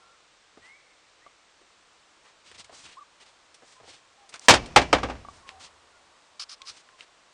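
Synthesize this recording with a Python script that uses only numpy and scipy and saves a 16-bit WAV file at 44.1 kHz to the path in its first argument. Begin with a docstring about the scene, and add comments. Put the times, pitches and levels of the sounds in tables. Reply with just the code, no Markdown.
"""In the back of an estate car, heard from the open tailgate, a seat back is folded flat and bounces to rest.
Decaying noise for the board and damped modes for shell and cabin air make each slam; a low rumble follows.
Trim knocks, latch clacks and ticks are bursts of resonant noise; cloth and a hand on vinyl are grainy noise.
Squeaks, faint bird whistles and thin far tones are wavering sines, over an outdoor hiss and a distant rush."""
import sys
import numpy as np
from scipy import signal
from scipy.fft import rfft, irfft, next_fast_len
from scipy.io import wavfile
from scipy.ndimage import map_coordinates

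SR = 44100
rng = np.random.default_rng(int(sys.argv[2]) if len(sys.argv) > 2 else 0)


def log_audio(samples):
    """Write samples as a 16-bit WAV file to the path given in sys.argv[1]."""
    # one column per channel
    frames = np.atleast_2d(samples).T
    # limit to full scale, then quantise
    limited = np.clip(frames, -1, 1)
    pcm = np.round(limited * 32767).astype(np.int16)
    wavfile.write(sys.argv[1], SR, pcm)


N = 323253  # samples
TIME = np.arange(N) / SR  # seconds


def amp(db):
    """Decibels to gain."""
    return 10 ** (np.asarray(db) / 20)


def unit(x):
    """Scaled to rms 1."""
    return x / np.sqrt(np.mean(x ** 2) + 1e-20)


def along(points, hz):
    """(Hz, value) points read on a log frequency axis."""
    point_hz, values = np.transpose(points)
    return np.interp(np.log(hz + 1), np.log(point_hz + 1), values)


def filtered(x, response):
    """x shaped by a gain that depends on frequency."""
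    size = next_fast_len(len(x) + 8192)
    gain = response(np.fft.rfftfreq(size, 1 / SR))
    return irfft(rfft(x, size) * gain, size)[:len(x)]


def noise(spectrum, size=N):
    """Coloured noise of rms 1."""
    return unit(filtered(rng.standard_normal(size), lambda hz: amp(along(spectrum, hz))))


def wobble(rate):
    """A smooth random curve, rate knots a second."""
    knots = np.arange(0, N * rate / SR + 1, 1 / 8)  # the spline is read eight times per knot
    curve = map_coordinates(rng.standard_normal(int(knots[-1]) + 4), [knots])
    return np.interp(TIME * rate, knots, curve)


def fade(t, t60):
    """Exponential decay by 60 dB in t60 seconds."""
    return np.exp(-np.log(1000) * t / np.maximum(t60, 1e-3))


def swell(t, start, end, rise, fall):
    """Speed of a stroke, 0 to 1, with straight rise and fall."""
    return np.clip(np.minimum((t - start) / rise, (end - t) / fall), 0, 1)


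def hump(hz, centre_hz, octaves):
    """Gain of a broad resonance."""
    distance = np.log2((hz + 1) / centre_hz) / octaves
    return 1 / (1 + distance ** 2) ** 1.5


def during(start, end):
    """The samples between two times, at least 10 ms of them."""
    return slice(max(round(start * SR), 0), round(max(end, start + .01) * SR))


def add(track, s, x):
    """Mix x into the track at time s."""
    i = max(round(s * SR), 0)
    track[i:i + len(x)] += x[:max(N - i, 0)]


def ring(modes, t, scatter_db, detune=.004):
    """Damped modes; every blow loads them a little differently in strength and pitch."""
    chance = rng.standard_normal((len(modes), 2))
    out = np.zeros(len(t))
    for k, (hz, db, t60) in enumerate(modes):
        gain = (-1) ** k * amp(db + scatter_db * chance[k, 0])
        pitch_hz = hz * (1 + detune * chance[k, 1])
        out += gain * np.sin(2 * np.pi * pitch_hz * t) * fade(t, t60)
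    return out


def struck(rows, octaves, t60):
    """Blows (s, dB, centre Hz) on parts with one quickly damped resonance, made of fading noise."""
    out, t = np.zeros(N), np.arange(SR // 5) / SR
    for s, db, centre_hz in rows:
        body = filtered(rng.standard_normal(len(t)),
                        lambda hz: hump(hz, centre_hz, octaves) / (1 + (hz / 10000) ** 20))
        add(out, s, amp(db) * unit(body) * fade(t, t60))
    return out


def friction(spectrum, rate, grain_share):
    """Tiny slips, rate a second, over a smooth hiss, coloured by the rubbed surface."""
    slips = (rng.random(N) < rate / SR) * rng.standard_normal(N)
    force = grain_share * unit(slips) + rng.standard_normal(N)
    return unit(filtered(force, lambda hz: amp(along(spectrum, hz))))


def tone(start, length, first_hz, last_hz, db, waver):
    """An unsteady tone that swells, glides evenly in pitch and fades."""
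    t = np.arange(round(max(length, .01) * SR)) / SR
    jitter = waver * map_coordinates(rng.standard_normal(256), [t * 150])
    pitch_hz = np.interp(t, [0, length], [first_hz, last_hz]) * (1 + jitter)
    phase = 2 * np.pi * np.cumsum(pitch_hz) / SR
    envelope = swell(t, 0, length, rise=0.12 * length, fall=0.3 * length)
    out = np.zeros(N)
    add(out, start, amp(db) * np.sqrt(2) * np.sin(phase) * envelope)
    return out


# The seat back landing on the load floor, its bounces ever closer together. Each row: start in seconds,
# strength in dB, treble corner of the contact in Hz, strength of the rattle that follows in dB.
SEAT_BOUNCES = [(4.4835, -2, 6840, -12.5), (4.7607, -2, 2980, -23), (4.9282, -5, 1370, -27),
                (5.0314, -13.5, 590, -26.5), (5.098, -21, 605, -36.5)]
EDGE_S, EDGE_DB = .0105, -2.5  # the first landing is uneven: lag and loss from one edge to the next
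RATTLE_S = .054  # the loose board strikes again this long after each bounce


def contacts(count=2):
    """Rows (s, dB, corner Hz): every bounce, its rattle, and the trailing edges of the first landing."""
    blows = [(s, db, hz) for s, db, hz, _ in SEAT_BOUNCES]
    rattles = [(s + RATTLE_S, db, hz) for s, _, hz, db in SEAT_BOUNCES]
    s, db, hz = blows[0]
    edges = [(s + k * EDGE_S, db + k * EDGE_DB, hz) for k in range(1, count + 1)]
    return blows + rattles + edges


# Colour of the seat board when hit. Each row: frequency in Hz, relative level in dB per Hz.
BOARD_COLOUR = [(59, -37.5), (100, -19), (275, -8.5), (383, -10.5), (807, -2.5), (1330, -7.5), (1530, -6),
                (2470, -6.5), (3430, -7.5), (3650, -9), (4880, -9), (8180, -14.5), (9650, -19),
                (11900, -42.5), (14000, -44.5)]
# How long the board sounds. Each row: frequency in Hz, decay by 60 dB in seconds.
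BOARD_DECAY = [(100, 0.091), (300, 0.22), (800, .13), (2500, .12), (6000, 0.1), (12000, .09)]
# Modes of board and body shell. Each row: frequency in Hz, relative level in dB, decay by 60 dB in seconds.
SHELL_MODES = [(253, -21.5, 0.19), (283, -19, 0.18), (328, -19.5, 0.1), (504, -19, 0.14), (533, -16, 0.12),
               (661, -16, 0.066), (716, -25, .2), (752, -8, 0.052), (831, -11.5, 0.09), (950, -13.5, 0.033),
               (1161, -10, 0.076), (1269, -10.5, 0.068), (1593, -12, 0.048), (1840, -17, .1),
               (2330, -19, 0.2), (2970, -14.5, 0.075), (3143, -11.5, .06), (3550, -16, 0.078),
               (4720, -18, 0.064), (5440, -19, .09)]
# Modes of the air in the cabin. Each row: frequency in Hz, relative level in dB, decay by 60 dB in seconds.
CABIN_MODES = [(59, -3.5, 0.34), (70, -4.5, 0.22), (96.4, -6.5, 0.23), (119, 0.5, 0.16)]
# Colour of the body's lingering ring. Each row: frequency in Hz, relative level in dB per Hz.
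LINGER_COLOUR = [(18, -25), (30, -0.5), (281, -4), (456, -11), (724, -10), (1500, -19.5), (1620, -19.5),
                 (2560, -17), (3780, -26.5), (5450, -23.5), (10000, -43), (13000, -71.5), (22000, -120)]
PUSH_DB, PUSH_SLOPE = -16.5, 0.32  # bass push of a 0 dB blow; dB of bass share gained per dB of softer blow


def seat_back(board_db=-1, shell_db=-0.5, cabin_db=-6, after_db=-33, after_t60=0.9):
    """Each contact rattles the board, rings the shell and pushes the cabin air; softer ones are boomier."""
    out, t = np.zeros(N), np.arange(SR // 2) / SR
    slow_onset = 1 - np.exp(-t / 0.013)
    for s, db, corner_hz in contacts():
        # the board's noise dies away at its own pace in each band
        hz, age, bands = signal.stft(noise(BOARD_COLOUR, size=len(t)), SR, nperseg=256)
        bands = bands * fade(age, along(BOARD_DECAY, hz)[:, None])
        board = signal.istft(bands, SR, nperseg=256)[1][:len(t)]
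        blow = amp(board_db) * board + amp(shell_db) * ring(SHELL_MODES, t, scatter_db=2)
        blow = blow * (1 - np.exp(-t / .0006))
        # the contact's corner dulls the blow
        blow = signal.lfilter(*signal.butter(1, min(corner_hz, SR / 3), fs=SR), blow)
        push_db = cabin_db + PUSH_DB - PUSH_SLOPE * db
        boom = amp(push_db) * ring(CABIN_MODES, t, scatter_db=1.5) * slow_onset
        after = amp(after_db) * noise(LINGER_COLOUR, size=len(t)) * fade(t, after_t60) * slow_onset
        add(out, s, amp(db) * (blow + boom + after))
    return out


def sway(s=4.79, level_db=-50, t60=2.45):
    """The car body goes on rumbling softly as it settles: low noise with a long decay."""
    age = np.maximum(TIME - s, 0)
    rumble = noise([(20, -13), (40, -17), (85, 4.0), (130, -23.0), (300, -40.0), (1000, -91)])
    return amp(level_db) * rumble * fade(age, t60) * (1 - np.exp(-age / .03))


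# Dull knocks on the padded trim. Each row: start in seconds, level at onset in dB, centre in Hz.
TRIM_KNOCKS = [(.573, -48.5, 407), (1.263, -55.5, 450), (1.615, -56.5, 412), (2.695, -48, 690),
               (2.726, -47, 596), (3.622, -47.5, 470), (3.80, -49.5, 510), (3.832, -50, 556),
               (3.877, -48.5, 450)]
KNOCK_OCTAVES, KNOCK_T60 = 1.18, 0.1  # width; decay in seconds
# Latch and hinge clacking as they let go and swing. Each row: start in seconds, level at onset in dB,
# centre in Hz.
LATCH_CLACKS = [(2.514, -47, 1180), (2.595, -47.5, 4350), (2.644, -47.5, 2360), (3.544, -50, 4180),
                (4.292, -47, 4970), (4.34, -36.5, 1480), (4.659, -42.5, 2940)]
CLACK_OCTAVES, CLACK_T60 = 2.2, 0.069
# Sharp ticks of small hard parts. Each row: start in seconds, level at onset in dB, centre in Hz.
HARD_TICKS = [(4.359, -40.5, 5030), (4.395, -38.5, 6500), (5.4912, -30.5, 2260), (6.3968, -38, 3440),
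              (6.618, -31, 3400), (6.697, -35, 4020), (6.889, -44, 1290), (7.008, -35, 2700)]
TICK_OCTAVES, TICK_T60 = 0.68, 0.014


def trim():
    """Padded trim knocks, the latch clacks, small hard parts tick: the harder, the shorter."""
    knocks = struck(TRIM_KNOCKS, KNOCK_OCTAVES, KNOCK_T60)
    clacks = struck(LATCH_CLACKS, CLACK_OCTAVES, CLACK_T60)
    return knocks + clacks + struck(HARD_TICKS, TICK_OCTAVES, TICK_T60)


# A loose fitting tapping. Each row: start in seconds, level of the ring at onset in dB.
FITTING_TAPS = [(1.264, -43.5), (5.249, -35), (5.2862, -38.5)]
TAP_HZ, TAP_OCTAVES, TAP_T60 = 1150, 0.044, 0.042
TAP_THUD_DB, TAP_THUD_HZ = -4, 845  # the contact under the ring, relative to it


def fitting():
    """Each tap is a short thud under the same narrow ring."""
    thuds = [(s, db + TAP_THUD_DB, TAP_THUD_HZ) for s, db in FITTING_TAPS]
    rings = [(s, db, TAP_HZ) for s, db in FITTING_TAPS]
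    return struck(thuds, TICK_OCTAVES, TICK_T60) + struck(rings, TAP_OCTAVES, TAP_T60)


# Colour of sleeve on carpet. Each row: frequency in Hz, relative level in dB per Hz.
CLOTH_COLOUR = [(35, -40.5), (60, -9.5), (370, -3), (432, -6), (959, -1), (1600, -5), (2600, -3.5),
                (4520, -6), (9000, -10.5), (12000, -39.5), (15600, -76), (22000, -120)]
# Strokes of cloth on carpet. Each row: start in seconds, length in seconds, level in dB before the
# envelope and flutter, centre of the brightened band in Hz.
CLOTH_STROKES = [(0.612, .11, -59, 1400), (2.228, .1, -60.5, 1370), (2.44, 0.11, -56, 3970),
                 (2.54, 0.035, -52.5, 2800), (2.572, 0.061, -49.5, 4500), (2.709, .17, -51.5, 6160),
                 (2.829, 0.15, -52, 2920), (3.198, 0.047, -53.5, 3570), (3.246, 0.073, -60, 4200),
                 (3.63, 0.17, -61, 6000), (3.835, 0.17, -53, 4100), (4.318, 0.076, -50, 2160),
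                 (4.401, 0.1, -50.5, 5500), (5.253, 0.2, -60.5, 5960), (5.464, 0.073, -55, 2750),
                 (5.593, 0.1, -47, 4680), (6.688, 0.15, -56.5, 4530), (6.979, 0.076, -53, 2590)]
STROKE_RISE, STROKE_FALL = 0.24, .42  # shares of a stroke spent speeding up and slowing down


def cloth(level_db=0, flutter_db=1.74, sheen_db=3, octaves=1):
    """Sleeves brush over carpet; each stroke lifts its own band, and the level flutters."""
    out, rub = np.zeros(N), friction(CLOTH_COLOUR, rate=3500, grain_share=0.23)
    for start, length, db, bright_hz in CLOTH_STROKES:
        end = start + length
        span = during(start, end)
        stroke = filtered(rub[span], lambda hz: 1 + amp(sheen_db) * hump(hz, bright_hz, octaves))
        speed = swell(TIME[span], start, end, STROKE_RISE * length, STROKE_FALL * length)
        add(out, start, amp(db) * unit(stroke) * speed)
    return out * amp(level_db + flutter_db * wobble(67))


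# Colour of skin on vinyl. Each row: frequency in Hz, relative level in dB per Hz.
VINYL_COLOUR = [(180, -55), (300, -30), (492, -51), (769, -21), (940, -24), (1150, -6.5), (1690, -15),
                (3090, -8.5), (3490, -9.5), (4980, 1), (6880, -14.5), (9370, -19), (11100, -24),
                (12000, -51), (15600, -81), (22000, -120)]
# A hand scuffing on vinyl. Each row: start in seconds, end in seconds, rise in seconds, level in dB
# before the chatter.
HAND_SCUFFS = [(6.394, 6.447, 0.0038, -38), (6.486, 6.555, 0.013, -44), (6.647, 6.722, 0.037, -41)]
SCUFF_FALL_S = 0.02


def scuffs(chatter_db=1.5):
    """Skin sticks and slips on vinyl in three short strokes."""
    stroke = sum(amp(db) * swell(TIME, start, end, rise, SCUFF_FALL_S)
                 for start, end, rise, db in HAND_SCUFFS)
    return stroke * amp(chatter_db * wobble(300)) * friction(VINYL_COLOUR, rate=540, grain_share=0.41)


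# Soft handling thumps, close up. Each row: start in seconds, end in seconds, level in dB.
HANDLING_BUMPS = [(0.575, 0.662, -69), (2.478, 2.945, -72.5), (3.78, 3.954, -70), (6.599, 6.638, -64),
                  (6.695, 6.733, -62)]


def handling(edge=0.036):
    """The hand shifts on the microphone with a dull rumble: low noise swelling and falling in edge seconds."""
    push = sum(amp(db) * swell(TIME, start, end, edge, edge) for start, end, db in HANDLING_BUMPS)
    return push * noise([(20, -4), (45, -15), (70, 8), (110, 4), (200, -21), (600, -70)])


# Short rubbery squeaks. Each row: start in seconds, length in seconds, first pitch in Hz, last pitch in Hz,
# level in dB.
UPHOLSTERY_SQUEAKS = [(2.968, .036, 1004, 1280, -46.5), (3.008, 0.029, 1190, 1160, -48.5)]


def squeaks(waver=.012):
    """Two quick chirps of rubbing upholstery, as gliding sines."""
    return sum(tone(*row, waver) for row in UPHOLSTERY_SQUEAKS)


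# Rising bird whistles, far off outside. Each row: start in seconds, length in seconds, first pitch in Hz,
# last pitch in Hz, level in dB before the direct and echo gains.
BIRD_WHISTLES = [(0.612, .18, 1866, 2393, -57), (1.21, .08, 1750, 2370, -65.5)]


def birds(direct_db=-1, echo_db=-4, echo_t60=0.93, waver=.01):
    """Distant whistles, smeared by the garden's echoes, a decaying noise tail."""
    song = sum(tone(*row, waver) for row in BIRD_WHISTLES)
    t = np.arange(SR) / SR
    tail = rng.standard_normal(SR) * fade(t, echo_t60)
    echo = signal.fftconvolve(song, tail / np.linalg.norm(tail))[:N]
    return amp(direct_db) * song + amp(echo_db) * echo


# Thin tones from afar. Each row: start in seconds, length in seconds, pitch in Hz, level in dB.
DISTANT_TONES = [(0, 0.18, 1375, -64.5), (3.754, 0.069, 1020, -61.5), (4.17, 0.12, 795, -63.5),
                 (5.425, .11, 1090, -56.5), (5.508, 0.11, 760, -57), (5.919, .08, 1413, -65),
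                 (6.599, .065, 1065, -55.5), (6.861, 0.13, 1044, -65)]


def far_tones(waver=0.023):
    """Faint tones that waver around a constant pitch."""
    return sum(tone(s, length, hz, hz, db, waver) for s, length, hz, db in DISTANT_TONES)


# Colour of the outdoor hiss. Each row: frequency in Hz, relative level in dB per Hz.
HISS_COLOUR = [(15, -38.5), (25, -8), (106, -13), (262, -13.5), (306, -7), (407, -10.5), (463, -6),
               (839, -7.5), (1140, -5), (1480, -6.5), (3850, -9), (8360, -16), (12000, -46.5),
               (15600, -80.5), (22000, -120)]
# Colour of the distant rush. Each row: frequency in Hz, relative level in dB per Hz.
RUSH_COLOUR = [(60, -21), (250, -8), (550, -1), (1100, 3), (1700, -7.5), (3000, -18.5)]
# Course of the distant rush. Each row: time in seconds, level in dB before far_db and the drift.
RUSH_LEVEL = [(0, -63), (.4, -75), (2, -68.5), (3.5, -66), (4.2, -65.5), (5.5, -54.5), (5.85, -59),
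              (7.33, -65.5)]


def outdoors(hiss_db=-62, far_db=-3, drift_db=2):
    """A steady noise hiss and a distant noise rush that slowly swells and sinks."""
    level_db = np.interp(TIME, *np.transpose(RUSH_LEVEL))
    rush_gain = amp(level_db + far_db + drift_db * wobble(2))
    return amp(hiss_db) * noise(HISS_COLOUR) + rush_gain * noise(RUSH_COLOUR)


def scene():
    """Everything as heard from the open tailgate."""
    car = seat_back() + sway() + trim() + fitting()
    hands = cloth() + scuffs() + handling() + squeaks()
    return (car + hands + birds() + far_tones() + outdoors())[None]


def record(dry, top=.7, hardness=7, top_hz=16000):
    """The microphone rolls off its treble, and the hardest blows overload the input smoothly below top."""
    x = filtered(dry[0], lambda hz: amp(along([(10000, 0), (11000, -15), (13000, -33)], hz)))
    x = x / (1 + np.abs(x / top) ** hardness) ** (1 / hardness)
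    # a second roll-off, with nothing left above top_hz
    x = filtered(x, lambda hz: amp(along([(9000, 1), (13000, -5.5)], hz)) * (hz < top_hz))
    return x[None]


dry = scene()
out = record(dry)
log_audio(out)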